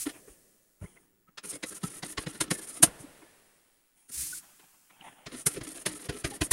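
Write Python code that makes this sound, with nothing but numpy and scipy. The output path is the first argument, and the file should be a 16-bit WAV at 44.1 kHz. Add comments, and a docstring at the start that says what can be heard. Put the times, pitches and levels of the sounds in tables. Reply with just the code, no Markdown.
"""Chalk writes on a thin blackboard, heard sped up: crumbling taps, then short hissing, grating strokes.
Random crumbling forces excite the modes of the panel, which thuds and drones; powder adds shaped noise.
A felt eraser hisses as uneven noise; softer blows are things put down, and lumpy noise is a sleeve rustling.
Short tones tick and squeak, and a hard room answers with early taps and a faint long noise echo.
Still air and a thin steady whine lie beneath."""
import sys
import numpy as np
from scipy import signal
from scipy.fft import rfft, irfft
from scipy.io import wavfile
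from scipy.ndimage import uniform_filter1d

SR = 44100
rng = np.random.default_rng(int(sys.argv[2]) if len(sys.argv) > 2 else 0)


def inscribe(sig):
    """Save sig as 16-bit PCM at rate SR to the path in sys.argv[1].

    A 1-D sig is mono; a 2-D sig holds one channel per row.
    Samples are clipped to [-1, 1] before scaling.
    """
    pcm = np.round(np.clip(np.atleast_2d(sig).T, -1, 1) * 32767)
    wavfile.write(sys.argv[1], SR, pcm.astype(np.int16))


def invert_db(x):
    """Field ratio 10**(x/20) for x, a level in decibels (scalar or array-like)."""
    u = np.asarray(x, float) / 20
    return 10 ** u


N = 287532  # samples

# chalk landing on the board: t/s, thud f/Hz, thud level/dB, knock level/dB, crack level/dB
CHALK_TAPS = [(1.383, 157, -77, -41.5, -58), (1.637, 219, -42, -35.5, -44.5), (1.839, 170, -29.5, -43, -42),
              (2.034, 167, -41.5, -39, -49), (2.182, 107, -37.5, -33, -57), (2.271, 152, -34.5, -41, -53),
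              (2.413, 133, -39.5, -30, -27), (2.514, 161, -32, -30, -30), (2.835, 165, -28.5, -23, -12.5),
              (5.269, 146, -50, -42.5, -61.5), (5.47, 159, -32.5, -34.5, -21),
              (5.616, 100, -42.5, -45.5, -57), (5.866, 166, -40.5, -31, -30), (6.097, 107, -33, -38, -46),
              (6.25, 104, -32.5, -33, -40.5), (6.419, 107, -28, -29.5, -35), (6.519, 91, -33.5, -30.5, -21)]
# eraser, knuckles and things put down: t/s, thud f/Hz, thud level/dB, knock level/dB, crack level/dB
SOFT_BUMPS = [(0.069, 286, -31, -43, -43.5), (0.097, 305, -56, -44.5, -47), (0.161, 328, -54, -64, -87),
              (0.283, 434, -51.5, -62, -77), (0.305, 71, -55, -87, -94), (0.823, 129, -38, -61.5, -68),
              (0.844, 137, -39.5, -59, -61), (0.969, 180, -69, -63, -87), (1.289, 204, -63, -68, -87),
              (2.806, 294, -42.5, -62, -64.5), (2.877, 130, -40.5, -46.5, -61), (3.007, 136, -50, -75, -97),
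              (3.041, 278, -47, -120, -97), (3.227, 330, -56, -58, -80), (4.099, 193, -57.5, -61.5, -49),
              (4.602, 310, -69.5, -60.5, -69), (4.908, 203, -87.5, -58.5, -72.5),
              (5.012, 194, -62, -60.5, -73)]
# short pieces of chalk stroke, and a few drones just after taps: t/s, length/s, hiss level/dB, drone level/dB
STROKE_PIECES = [(1.43, 0.058, -45.5, -52), (1.483, 0.037, -38, -58), (1.52, 0.049, -45, -48),
                 (1.651, 0.056, -44, -66), (1.705, 0.031, -47, -49.5), (1.739, 0.045, -45, -60.5),
                 (1.803, 0.033, -60, -67), (1.839, 0.047, -44, -53), (1.89, 0.047, -49.5, -64),
                 (1.926, 0.079, -48, -60.5), (2.04, 0.033, -44.5, -49.5), (2.074, 0.063, -45, -56.5),
                 (2.172, 0.076, -48, -53.5), (2.277, 0.042, -49, -53.5), (2.322, 0.068, -53, -52.5),
                 (2.417, 0.028, -46, -45), (2.454, 0.034, -72, -47.5), (2.523, 0.036, -39.5, -52),
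                 (2.565, 0.038, -45.5, -49), (2.609, 0.052, -46, -61), (2.664, 0.05, -43.5, -62.5),
                 (2.707, 0.093, -47, -58), (2.852, 0.038, -66, -47), (5.268, 0.047, -67, -59.5),
                 (5.31, 0.079, -52.5, -45.5), (5.357, 0.079, -47, -62), (5.479, 0.045, -48.5, -57),
                 (5.507, 0.047, -46, -56), (5.541, 0.052, -51, -40), (5.63, 0.025, -46, -51),
                 (5.665, 0.031, -45, -46.5), (5.697, .043, -47.5, -59), (5.743, 0.04, -46.5, -50.5),
                 (5.784, 0.044, -48, -63), (5.877, 0.024, -44.5, -43), (5.908, .031, -46.5, -46),
                 (5.944, 0.04, -47, -55.5), (5.988, 0.046, -50, -55.5), (6.034, 0.038, -49, -52),
                 (6.115, 0.044, -55.5, -45), (6.142, 0.085, -49.5, -55.5), (6.22, 0.0043, -70, -55),
                 (6.248, 0.04, -45.5, -44.5), (6.296, 0.026, -46.5, -46), (6.326, 0.049, -46.5, -52),
                 (6.422, 0.048, -38, -51.5)]
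# felt across the board, one list a pass: t/s, hiss level/dB
FELT_PASSES = [
    [(0.0, -35), (0.032, -37), (0.058, -49)],
    [(4.11, -53), (4.138, -39.5), (4.224, -33.5), (4.296, -40), (4.386, -41.5), (4.406, -61)],
]
# hand and sleeve moving: t/s, length/s, rustle level/dB, brushing level/dB (both before the sag)
SLEEVE_MOVES = [(0.12, 0.037, -54, -59), (0.258, 0.056, -64, -58.5), (0.792, 0.17, -66.5, -60.5),
                (.98, 0.074, -75, -70.5), (2.981, 0.01, -83, -46), (3.945, 0.14, -74.5, -65.5),
                (4.404, .17, -61.5, -89), (4.602, 0.31, -64.5, -84.5), (4.9, 0.052, -60.5, -75),
                (4.969, 0.034, -62.5, -80), (5.016, 0.073, -50, -59), (5.108, 0.19, -59.5, -67)]
# modes of the board: nominal f/Hz, width/Hz, nominal level/dB
BOARD_MODES = [(44.5, 33, -3), (98, 76, -4), (130, 140, -3.5), (220, 81, -3.5), (264.7, 60, -3.5),
               (331, 55, 1), (497, 77, -5.5), (680, 80, -8.5), (820, 80, -9), (1082, 68, -9.5),
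               (1335, 66, 1.5), (1444, 70, -13.5), (1804, 50, -0.5), (2080, 300, -7.5), (2610, 710, -9.5),
               (3120, 1200, -17), (3671, 100, -17), (4360, 900, -18), (5870, 100, -16.5), (6700, 220, -11)]
# band edges of thud, panel and knock: lower f/Hz, upper f/Hz
REGISTER_EDGES = [(38, 900), (230, 700), (560, 7000)]
# spectrum of the dust's hiss and crack, with a bright peak near 9.5 kHz that other sounds share: f/Hz, relative
# level/dB
POWDER_SPECTRUM = [(2650, -24.5), (4500, -15), (5240, -10.5), (5660, -9), (7010, -4.5), (7660, -6.5),
                   (9490, 5), (11200, -4), (14400, -25.5), (15700, -32.5)]
# spectrum of rubbing felt: f/Hz, relative level/dB
FELT_SPECTRUM = [(88, -17), (150, -12.5), (197, -21), (235, -42), (291, -15), (621, -36.5), (725, -30),
                 (2240, -17), (3180, -19), (9640, -2.5), (15700, -18.5)]
# spectrum of moving cloth: f/Hz, relative level/dB
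CLOTH_SPECTRUM = [(80, -16), (200, -3.5), (450, -16), (800, -4), (1150, -10), (1500, -10.5), (2100, -10.5),
                  (2900, -10), (3300, -12), (3600, -21), (6000, -74.5)]
# spectrum of still air: f/Hz, relative level/dB
AIR_SPECTRUM = [(20, 3), (40, -0.5), (65, -24.5), (130, -19), (300, -2.5), (530, -18), (1500, -13),
                (2800, -25), (5000, -21), (9700, -19), (13000, -19), (15500, -14.5)]
# thin electrical tone: f/Hz, rms level/dB
WHINE_TONES = [(15692, -76)]
# small ticks and squeaks: centre t/s, f/Hz, peak level/dB, swell half-length/s
TICKS_AND_SQUEAKS = [(.862, 2120, -49, 0.0028), (0.976, 2095, -52, 0.0036), (1.285, 1284, -57, 0.0084),
                     (3.274, 1730, -65.5, 0.023), (4.334, 1480, -37, .006), (5.012, 2930, -40, 0.0011),
                     (6.327, 820, -41, 0.0084)]
# reverberation of the room: f/Hz, t60/s
ROOM_T60 = [(100, 2.2), (400, 1.8), (1500, 2.3), (5000, 3.4), (12000, 3.7)]
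# colour of the long echo: f/Hz, gain/dB
LONG_ECHO_COLOUR = [(35, 0), (70, -15.5), (130, -1.5), (300, 1.5), (1500, -0.5), (3200, -1), (6000, -3),
                    (10000, -6), (15000, 1.5)]

AIR_DB, EARLIER_WIPE_DB = -74, -55  # the earlier wiping at t = 0
ECHO_DB, BLOW_SEND_DB, EARLY_DB = -11.5, -4.5, -11
SPOT_DB = 2.8  # spread of a mode's strength from place to place
# the panel register lies between thud and knock
PANEL_SHARE, TAP_PANEL_DB, BUMP_PANEL_DB = 0.47, 0, -1.5
# a bump whose crack nears its thud or knock reaches the high modes
SOFT_TOP_HZ, HARD_TOP_HZ, HARD_FROM_DB = 2410, 8100, -9
# grating grows with speed (dB per dB of hiss) and with pressure (dB per dB of drone)
GRIT_DB, GRIT_BY_HISS, GRIT_BY_DRONE = -53.5, 0.15, 0.4
USUAL_HISS_DB, USUAL_DRONE_DB = -48, -53
# the drone is low just after a tap and climbs as the letter goes on
LANDED_HZ, UNDERWAY_HZ, SETTLE_S = 269, 484, 0.12
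# the hand leans in and the panel shakes
SHUDDER_S, SHUDDER_DB, SHUDDER_RISE_S, SHUDDER_FALL_S = 4.19, -49, 0.02, 0.049
RUSTLE_RISE_S, RUSTLE_FALL_S, RUSTLE_SAG_DB_PER_S = 0.033, 0.06, 42.5


def evened(x):
    """Normalisation: scales a signal to rms 1."""
    return x / np.sqrt(np.mean(x ** 2, -1, keepdims=True) + 1e-20)


def smooth_noise(n, size):
    """Moving average of white noise: a slow random curve of rms 1."""
    return evened(uniform_filter1d(rng.standard_normal(n), size=size))


def read(points, hz):
    """Interpolation of a spectrum on a logarithmic frequency axis."""
    f, value = np.transpose(points)
    return np.interp(np.log(hz + 1), np.log(f + 1), value)


def add(mix, s, sound):
    """Superposition: mixes a sound in at s seconds."""
    part = mix[max(round(s * SR), 0):][:len(sound)]
    part += sound[:len(part)]


def crumbs(n, spread_db):
    """Impulsive noise: dense clicks of random sign, a few of them large, rms 1."""
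    size_db = spread_db * np.minimum(rng.exponential(1, n), 5)
    return evened(rng.standard_normal(n) * invert_db(size_db))


def coloured(x, points):
    """Linear filtering: weights the spectrum of x, then restores rms 1."""
    gain = invert_db(read(points, np.fft.rfftfreq(len(x), 1 / SR)))
    return evened(irfft(rfft(x) * gain, len(x)))


def background():
    """Stationary noise of still air, with a thin steady sinusoidal whine."""
    t = np.arange(N) / SR
    whine = sum(np.sqrt(2) * invert_db(db) * np.sin(2 * np.pi * hz * t) for hz, db in WHINE_TONES)
    return invert_db(AIR_DB) * coloured(rng.standard_normal(N), AIR_SPECTRUM) + whine


def earlier_wiping():
    """Exponential decay: the echo of wiping just before dies away at 30.8 dB/s."""
    t = np.arange(N) / SR
    return invert_db(EARLIER_WIPE_DB - 30.8 * t) * coloured(rng.standard_normal(N), FELT_SPECTRUM)


def near_walls(x):
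    """Early reflection: convolution with a quick cluster of sparse random taps."""
    taps, at = np.zeros(8192), np.arange(300, 8160, 20)
    taps[at + rng.integers(0, 20, len(at))] = rng.choice([-1., 1.], len(at))
    taps *= invert_db(-60 * np.arange(len(taps)) / SR / 0.037)  # t60 of 37 ms
    return invert_db(EARLY_DB) * signal.fftconvolve(x, taps / np.linalg.norm(taps))[:N]


def long_echo(x):
    """Diffuse field: the power of each band fills a store that drains by its t60 and sounds as noise."""
    hz, t, z = signal.stft(x, SR, nperseg=1024, noverlap=768)
    power = uniform_filter1d(abs(z) ** 2, size=15, axis=0)
    # above 1.7 kHz the echo's spectrum is smoothed more widely
    power[40:] = uniform_filter1d(power, size=70, axis=0)[40:]
    keep = invert_db(-120 * t[1] / read(ROOM_T60, hz))  # share of power kept from frame to frame
    store = np.array([signal.lfilter([0, 0, 0, 1 - k], [1, -k], p) for k, p in zip(keep, power)])
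    real, imaginary = rng.standard_normal((2,) + z.shape)
    size = np.sqrt(abs(store)) * invert_db(read(LONG_ECHO_COLOUR, hz))[:, None]
    field = size * (real + 1j * imaginary)
    return invert_db(ECHO_DB) * signal.istft(field, SR, nperseg=1024, noverlap=768)[1][:N]


def chirps():
    """Narrow-band tones: sinusoids under a soft Gaussian swell."""
    t = np.arange(N) / SR
    return sum(invert_db(db) * np.exp(-((t - s) / length) ** 2) * np.sin(2 * np.pi * hz * t)
               for s, hz, db, length in TICKS_AND_SQUEAKS)


def sleeve():
    """Friction noise of cloth, lumpy, with a bright brushing; each move starts briskly and slackens."""
    t, gains = np.arange(N) / SR, np.zeros((2, N))
    for s, length, *levels_db in SLEEVE_MOVES:
        rise = (t - s) / RUSTLE_RISE_S
        fall = 1 + (s + length - t) / RUSTLE_FALL_S
        edge = np.clip(np.minimum(rise, fall), 0, 1)
        sag = invert_db(-RUSTLE_SAG_DB_PER_S * np.clip(t - s, 0, 1))
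        gains += invert_db(np.array(levels_db))[:, None] * edge * sag
    lumps = invert_db(2.5 * smooth_noise(N, 600))
    z = signal.stft(lumps * coloured(crumbs(N, 3.0), CLOTH_SPECTRUM), nperseg=512)[2]
    folds = uniform_filter1d(rng.standard_normal(z.shape), size=9, axis=1)
    folds = uniform_filter1d(folds, size=5, axis=0)
    folds = evened(folds.ravel()).reshape(z.shape)  # folds shift the colour
    rustle = evened(signal.istft(z * invert_db(3.5 * folds), nperseg=512)[1][:N])
    return gains[0] * rustle + gains[1] * coloured(crumbs(N, 0.5), POWDER_SPECTRUM)


def panel_shudder():
    """Forced vibration: a brief slow 68 Hz shaking of the panel as the hand leans in."""
    t = np.arange(N) / SR
    width = np.where(t < SHUDDER_S, SHUDDER_RISE_S, SHUDDER_FALL_S)
    lean = np.exp(-((t - SHUDDER_S) / width) ** 2)
    return invert_db(SHUDDER_DB) * lean * np.sqrt(2) * np.sin(2 * np.pi * 68 * t)


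def eraser():
    """Distributed friction: felt hisses as coloured noise that follows the effort of the hand."""
    t = np.arange(N) / SR
    effort = sum(invert_db(np.interp(t, *np.transpose(rows), -200, -200)) for rows in FELT_PASSES)
    nap = invert_db(1.2 * smooth_noise(N, 500))  # the felt drags unevenly
    felt = coloured(crumbs(N, 1.4), FELT_SPECTRUM)
    return uniform_filter1d(effort, size=400, mode="nearest") * nap * felt


def board(push, x, dust, push_hz, push_width, top_hz, dry_db):
    """Modal superposition: a push gives thud, a crumbling force x panel and knock, the dust crack or hiss."""
    f = np.fft.rfftfreq(len(x), 1 / SR) + 1e-9
    spot = rng.standard_normal((len(BOARD_MODES), 2))  # the spot decides which modes speak
    ring = 0
    for k, ((hz, width, db), (strength, shift)) in enumerate(zip(BOARD_MODES, spot)):
        mode_hz = hz * (1 + 0.041 * shift)
        gain = (-1) ** k * invert_db(db + SPOT_DB * strength)
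        ring = ring + gain * width * hz / (mode_hz ** 2 - f ** 2 + 1j * width * f)
    thud, panel, top = [1 / ((1 + lo / (1j * f)) * (1 + 1j * f / hi)) ** 2 for lo, hi in REGISTER_EDGES]
    thud = thud * (0.07 + np.exp(-((f - push_hz) / push_width) ** 2))  # favours the modes near its own pace
    top = top / (1 + (f / top_hz) ** 6)  # a softer contact stops short of the high modes
    ripple = uniform_filter1d(rng.standard_normal(len(f)), size=12)
    ripple = evened(uniform_filter1d(ripple, size=12))
    # high modes too dense to list, ringing only after the force
    crowd = np.exp(0.2 * np.conj(signal.hilbert(ripple)))
    # the dry contact fills the gaps between modes; minimum phase makes the knock follow the force
    cepstrum = irfft(np.log(np.hypot(abs(ring), invert_db(dry_db))))
    fold = np.r_[1, 2 * np.ones(len(f) - 2), 1, np.zeros(len(f) - 2)]
    knock = np.exp(rfft(cepstrum * fold))
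    powder = invert_db(read(POWDER_SPECTRUM, f)) * crowd
    shapes = np.array([ring * thud, ring * panel, knock * top * crowd, powder])
    return irfft(rfft([push, x, x, dust]) * shapes, len(x))


def blow(span, panel_db, top_hz, s, push_hz, thud_db, knock_db, crack_db):
    """Impact: a short blow with a softly rounded onset, a fast fall and a weak trail of dust."""
    t = np.arange(8192) / SR - 0.04
    u = t / span  # span in s
    onset = np.exp(-abs(u / 0.4) ** 2.19)
    fall = np.exp(-(u / 0.21) ** 2) * 0.7 + 0.51 * np.exp(-abs(u) / 0.58)
    force = np.where(u < 0, onset, fall)
    push = np.exp(-((t + 0.003) * push_hz / 0.16) ** 2)  # a deeper thud comes from a slower push
    crumble, dust = force * crumbs(len(t), 3.1), force * crumbs(len(t), 2.4)
    parts = board(push, crumble, dust, push_hz, 63, top_hz, dry_db=-1.5)
    parts /= np.sqrt((parts ** 2).sum(1, keepdims=True) / (0.016 * SR))  # level over 16 ms
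    panel_db = panel_db + PANEL_SHARE * thud_db + (1 - PANEL_SHARE) * knock_db
    return s - 0.04, invert_db(np.array([thud_db, panel_db, knock_db, crack_db])) @ parts


def bumps():
    """Soft impact: a longer blow, whose hardness sets how high the modes are reached."""
    out = np.zeros(N)
    for row in SOFT_BUMPS:
        hard = 1 / (1 + invert_db(HARD_FROM_DB - row[4] + max(row[2:4])) ** 2)
        top_hz = SOFT_TOP_HZ + (HARD_TOP_HZ - SOFT_TOP_HZ) * hard
        add(out, *blow(0.026, BUMP_PANEL_DB, top_hz, *row))
    return out


def chalk_taps():
    """Hard impact: the chalk lands with a shorter crumbling blow that reaches the high modes."""
    out = np.zeros(N)
    for row in CHALK_TAPS:
        add(out, *blow(0.018, TAP_PANEL_DB, HARD_TOP_HZ, *row))
    return out


def strokes():
    """Dry friction: each piece swells and fades; powder hisses, grains grate and the panel drones."""
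    out, t = np.zeros(N), np.arange(8192) / SR
    for s, length, hiss_db, drone_db in STROKE_PIECES:
        middle = s + length / 2
        since_tap = middle - max(row[0] for row in CHALK_TAPS if row[0] < middle)
        drone_hz = UNDERWAY_HZ - (UNDERWAY_HZ - LANDED_HZ) * np.exp(-(since_tap / SETTLE_S) ** 2)
        by_speed = GRIT_BY_HISS * (hiss_db - USUAL_HISS_DB)
        by_pressure = GRIT_BY_DRONE * (drone_db - USUAL_DRONE_DB)
        grit_db = GRIT_DB + by_speed + by_pressure
        to_edge = np.minimum(t, length + 0.011 - t)
        swell = np.sin(np.pi / 2 * np.clip(to_edge / (0.0074 + 0.25 * length), 0, 1))
        pressure = invert_db(2.0 * smooth_noise(len(t), 250))  # never even
        snags = invert_db(4.5 * np.clip(smooth_noise(len(t), 500), -2, 2))  # the tip catches
        rub = swell * snags * crumbs(len(t), 3.4)
        dust = swell ** 2.1 * pressure * crumbs(len(t), 1.2)
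        drone, _, grit, hiss = board(rub, rub, dust, drone_hz, 320, top_hz=7000, dry_db=-8.5)
        parts = np.array([hiss, grit, drone])
        parts /= np.sqrt((parts ** 2).sum(1, keepdims=True) / (length * SR))  # level over the length
        # the piece sets in 4 ms ahead of its listed time
        add(out, s - 0.004, invert_db(np.array([hiss_db, grit_db, drone_db])) @ parts)
    return out


def scene():
    """Superposition of direct sound, echoes and background; a blow's treble beams and feeds the room less."""
    rubbing = strokes() + eraser() + panel_shudder() + sleeve() + chirps()
    blows = chalk_taps() + bumps()
    dull = signal.lfilter([0.25], [1, -0.75], blows)
    sent = invert_db(BLOW_SEND_DB) * (dull + 0.083 * blows)
    echoes = near_walls(rubbing + blows) + long_echo(rubbing + sent)
    return (rubbing + blows + echoes + earlier_wiping() + background())[None]


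def roll_off(x):
    """The treble ends steeply here."""
    return signal.sosfilt(signal.butter(12, 15820, fs=SR, output="sos"), x)


def record(dry):
    """Amplitude limiting: one microphone channel, clipped at full scale."""
    mix = np.clip(dry, -1, 1)
    return roll_off(mix)


dry = scene()
out = record(dry)
inscribe(out)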